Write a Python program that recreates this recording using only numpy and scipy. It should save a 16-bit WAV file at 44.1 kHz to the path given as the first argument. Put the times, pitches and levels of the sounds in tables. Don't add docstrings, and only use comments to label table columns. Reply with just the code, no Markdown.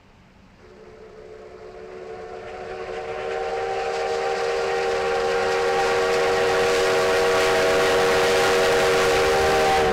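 import sys
import numpy as np
from scipy import signal
from scipy.fft import rfft, irfft
from scipy.io import wavfile
from scipy.ndimage import map_coordinates

SR = 44100
rng = np.random.default_rng(int(sys.argv[2]) if len(sys.argv) > 2 else 0)


def persist_wave(psi):
    counts = np.round(np.clip(psi, -1, 1) * 32767).astype(np.int16)
    wavfile.write(sys.argv[1], SR, np.atleast_2d(counts).T)


N = 437472
TIME = np.arange(N) / SR
BLAST_START_S = 0.56

# frequency_hz, relative_db
ROAR_SPECTRUM = [(230, -39), (350, -3.5), (600, 3.5), (900, -3.5), (1200, -1), (1500, 1.5), (2000, 0),
                 (2500, -1), (2850, -3), (3300, -11.5), (5000, -27), (9000, -32), (15000, -62)]
# frequency_hz, relative_db
HISS_SPECTRUM = [(2500, -12.5), (3700, -2), (4700, 1), (5500, -2), (6500, -6), (7900, -7.5), (9200, -22),
                 (12000, -26.5), (15500, -50)]


def from_db(db):
    return 10 ** (np.asarray(db) / 20)


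def unit_power(x):
    return x / np.sqrt(np.mean(x ** 2) + 1e-20)


def bump(centre_s, length_s):
    return np.exp(-2 * ((TIME - centre_s) / length_s) ** 2)


def drift(rate_hz):
    step, settle = 40, 2000
    pole = np.exp(-2 * np.pi * rate_hz * step / SR)
    white = rng.standard_normal(N // step + settle + 2)
    slow = signal.lfilter([1], [1, -2 * pole, pole * pole], white)[settle:]
    return np.interp(np.arange(N) / step, np.arange(len(slow)), unit_power(slow))


def log_bins():
    return np.log(np.maximum(np.arange(N // 2 + 1) * SR / N, 1))


def noise(spectrum):
    hz, db = np.transpose(spectrum)
    gain = from_db(np.interp(log_bins(), np.log(hz), db, left=-90, right=-90))
    return unit_power(irfft(rfft(rng.standard_normal(N)) * gain, N))


def bandpass(x, low_hz, high_hz):
    return signal.sosfilt(signal.butter(2, [low_hz, high_hz], "band", fs=SR, output="sos"), x)


def distance_m(start_m=174.4, speed_m_per_s=15.39, trackside_m=4):
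    return np.hypot(start_m - speed_m_per_s * TIME, trackside_m)


def spreading(reference_m=50):
    return from_db(20 * np.log10(reference_m / distance_m()))


def valve_opening(attack_s=0.045):
    return np.clip((TIME - BLAST_START_S) / attack_s, 0, 1)


def pressure():
    # time_s, pressure_share
    pressure_curve = [(1.15, 0.0096), (1.6, 0.09), (2, 0.22), (2.4, 0.31), (2.75, .43), (3.1, 0.51),
                      (3.5, 0.64), (4.2, 0.74), (4.9, 0.79), (5.4, .82), (6.6, 0.92), (7.2, 0.95),
                      (7.9, 0.98), (8.6, .95), (9.1, 0.87), (9.3, .76), (9.79, 0.68), (9.92, .34)]
    return np.interp(TIME, *np.transpose(pressure_curve))


def by_pressure(law):
    return np.interp(pressure(), *np.transpose(law))


def valley(level_db=-59):
    # frequency_hz, relative_db
    valley_spectrum = [(60, 0), (300, -13), (900, 2.5), (1300, -9), (2800, -5.5), (3400, -14.5),
                       (6500, -23), (10000, -39), (15500, -35)]
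    return from_db(level_db) * noise(valley_spectrum)


def running_gear():
    # frequency_hz, relative_db
    rumble_spectrum = [(12, -13), (25, 3), (60, 1), (85, 1), (130, -3.5), (250, -14), (600, -18)]
    # frequency_hz, relative_db
    drone_spectrum = [(100, 0.5), (150, -8), (190, 9), (220, -0.5), (255, -6.5), (320, -10), (450, -10.5),
                      (900, -15.5)]
    # time_s, rumble_db, drone_db
    # the drone's swell near 5 s stands for overload thickening the low end
    low_end_levels = [(0, -44, -45), (1.5, -43.5, -44.5), (1.8, -45.5, -43), (3, -39, -42.5),
                      (4.2, -43, -44.5), (5.3, -40, -37.5), (8.6, -42.5, -45), (9.3, -34.5, -44),
                      (9.9, -37, -34.5)]
    time_s, rumble_db, drone_db = np.transpose(low_end_levels)
    rumble = from_db(np.interp(TIME, time_s, rumble_db)) * noise(rumble_spectrum)
    drone = from_db(np.interp(TIME, time_s, drone_db)) * noise(drone_spectrum)
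    return (rumble + drone) * spreading()


def hillside(chord):
    # delay_s, added_delay_s_per_s, relative_db
    echo_paths = [(.05, .013, -10.5), (0.12, .028, -16.5), (0.087, 0.03, -32), (.14, .058, -8),
                  (0.13, 0.071, -35)]
    echoes = sum(from_db(db) * np.interp(TIME * (1 - stretch) - delay_s, TIME, chord, left=0)
                 for delay_s, stretch, db in echo_paths)
    return_db = np.interp(distance_m(), [65, 155], [-3, 8])
    return bandpass(echoes, low_hz=620, high_hz=1400) * from_db(return_db)


def steam_spurts():
    # centre_s, length_s, roar_db, hiss_db
    spurts = [(2.489, 0.028, -42, -60), (2.961, 0.047, -39, -52), (3.224, 0.047, -37, -58),
              (3.33, .04, -37, -48), (3.957, 0.042, -35, -39.5), (4.14, .069, -46, -42),
              (4.406, 0.017, -37, -46), (4.833, .025, -31, -52), (5.37, 0.039, -42, -52),
              (5.523, 0.022, -42, -34), (5.87, 0.17, -32, -37.5), (6.143, 0.041, -28, -32),
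              (6.757, 0.23, -26, -32), (7.435, 0.088, -20.5, -31), (8.38, 0.26, -22.5, -34)]
    roar = sum(from_db(db) * bump(s, length_s) for s, length_s, db, _ in spurts) * noise(ROAR_SPECTRUM)
    hiss = sum(from_db(db) * bump(s, length_s) for s, length_s, _, db in spurts) * noise(HISS_SPECTRUM)
    return bandpass(roar + hiss, low_hz=1500, high_hz=11000)


def flaring(jet, flare_db=2.0, rate_hz=14, band_count=10):
    spectrum = rfft(jet)
    log_centres = np.log(np.geomspace(800, 3200, band_count))
    bands = (irfft(spectrum * np.interp(log_bins(), log_centres, peak), N)
             for peak in np.eye(band_count))
    return unit_power(sum(band * from_db(flare_db * drift(rate_hz)) for band in bands))


def steam_jet(roar_flicker_db=1.15, sputter_db=1.5, chirr_db=-5, chirr_flicker_db=3.2, leak_share=0.58):
    # pressure_share, level_db at the reference distance
    roar_law = [(0, -46), (.3, -38), (.4, -34), (.72, -28.5), (.8, -25.5), (1, -21.5)]
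    # pressure_share, level_db at the reference distance
    hiss_law = [(0, -57.5), (.3, -51.5), (.6, -45.5), (.72, -37.5), (1, -32)]
    # frequency_hz, relative_db
    chirr_spectrum = [(3600, -15), (4300, -8.5), (4650, -7), (5100, -9.5), (6000, -27)]
    # frequency_hz, relative_db
    sizzle_spectrum = [(6000, 9), (9000, -1), (12000, -5.5), (15500, -8)]
    roar_db, hiss_db = by_pressure(roar_law), by_pressure(hiss_law)
    jet_speed = 1 - .19 * (1 - pressure()) ** 2.6
    jet = map_coordinates(noise(ROAR_SPECTRUM), [np.cumsum(jet_speed)], order=3, mode="wrap")
    roar = from_db(roar_db + roar_flicker_db * drift(23)) * flaring(jet)
    hiss = from_db(hiss_db + sputter_db * drift(52)) * noise(HISS_SPECTRUM)
    chirr = from_db(hiss_db + chirr_db + chirr_flicker_db * drift(32)) * noise(chirr_spectrum)
    air_db = np.interp(distance_m(), [66, 101], [-8, -28])
    sizzle = from_db(hiss_db + air_db) * noise(sizzle_spectrum)
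    flow = np.maximum(valve_opening(), leak_share)
    return (roar + hiss + chirr + sizzle) * flow * spreading()


def partial(phase, flutter, rate_hz):
    in_phase = (1 + flutter * drift(rate_hz)) * np.cos(phase)
    quadrature = flutter * drift(rate_hz) * np.sin(phase)
    return (in_phase + quadrature) / np.sqrt(.5 + flutter ** 2)


def whistle(waver_share=0.002284, fading_db=0.37, start_loss_db=11.5,
            lock_hz=769.7, lock_range_hz=15.5, lock_gain_db=2.5):
    # pitch_hz, flat_hz, pitch_exponent, level_db at the reference distance, loss_db, level_exponent,
    # build_up_s
    chimes = [(381.3, 13, 1.05, -20, 18, 0.92, 0.1), (474.2, 40, 1.25, -15, 21.5, 0.94, 0.16),
              (554.3, 52, .85, -20.5, 25, 0.88, 0.31), (651.1, 72, .95, -21.5, 21, 0.83, 0.31),
              (798.1, 103, 1.35, -25.5, 25.5, 2.07, 0.26)]
    # harmonic_2_db, harmonic_3_db, harmonic_4_db, flutter_share
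    timbres = [(-8, -8, -15.5, 0.13), (-16.5, -12, -12.5, 0.13), (-8, -15.5, -30, 0.32),
               (-14.5, -24, -30, 0.24), (-8.5, -21, -27.5, 0.39)]
    # centre_s, length_s, change_db
    pipe_swells = [
        [(1.08, 0.17, -6.5), (5.2, 0.46, -2), (9.65, 0.53, 2)],
        [(.98, .3, 3), (2.6, 0.28, -4), (4.05, 0.53, -0.5), (8.6, 0.23, 1.5)],
        [(2.7, 0.14, -2), (3.35, 0.11, 5)],
        [(3.15, .3, 4), (5.3, 1.0, -7), (7.6, 0.63, 3), (9.22, 0.27, -5), (9.66, .2, 7)],
        [(2.25, 0.36, 3.5), (3.1, 0.45, -2.5), (4.2, 0.13, -1.5), (4.55, 0.17, -3), (5.13, 0.059, 4),
         (5.75, 0.24, 6), (7.47, 0.067, 6.5), (8.4, 0.32, 5), (9.75, 0.26, 5)],
    ]
    # pressure_share, gain_db
    bloom_law = [(0, -12), (.4, -5.5), (.7, -6), (.83, -1), (1, -0.5)]
    slack, bloom_db = 1 - pressure(), by_pressure(bloom_law)
    supply_waver = drift(5.1)
    turbulence = np.interp(distance_m(), [100, 143], [1, 3.2])
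    pitches_hz = [full_hz - flat_hz * slack ** exponent for full_hz, flat_hz, exponent, *_ in chimes]
    top_hz = pitches_hz[-1]
    lock = 1 / (1 + np.abs((top_hz - lock_hz) / lock_range_hz) ** 10)
    chord = 0
    for chime, hz, (*overtones_db, flutter), swells in zip(chimes, pitches_hz, timbres, pipe_swells):
        full_db, loss_db, exponent, build_up_s = chime[3:]
        level_db = full_db - loss_db * slack ** exponent
        level_db -= start_loss_db * np.exp(-np.maximum(TIME - BLAST_START_S, 0) / build_up_s)
        level_db += sum(db * bump(s, length_s) for s, length_s, db in swells)
        level_db += fading_db * drift(2.9)
        if chime is chimes[0]:
            hz = hz + lock * (top_hz / 2 - hz)
        if chime is chimes[-1]:
            level_db += lock_gain_db * lock
            flutter = flutter * (1 - .5 * lock)
        waver = waver_share * (.5 * supply_waver + drift(25.9))
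        phase = 2 * np.pi * np.cumsum(hz * (1 + waver)) / SR
        tone = partial(phase, flutter * turbulence, rate_hz=15)
        for harmonic, overtone_db in enumerate(overtones_db, 2):
            tone += from_db(overtone_db + bloom_db) * partial(harmonic * phase, flutter=1.25, rate_hz=13)
        chord = chord + from_db(level_db) * tone
    return chord * valve_opening() * spreading()


def scene():
    chord = whistle()
    ambience = valley()
    return (chord + hillside(chord) + steam_jet() + steam_spurts() + running_gear() + ambience)[None]


def record(dry, ceiling=0.14, knee=36, cutoff_hz=15700):
    clipped = dry / (1 + np.abs(dry / ceiling) ** knee) ** (1 / knee)
    return signal.sosfilt(signal.ellip(10, .2, 80, cutoff_hz, fs=SR, output="sos"), clipped)


dry = scene()
out = record(dry)
persist_wave(out)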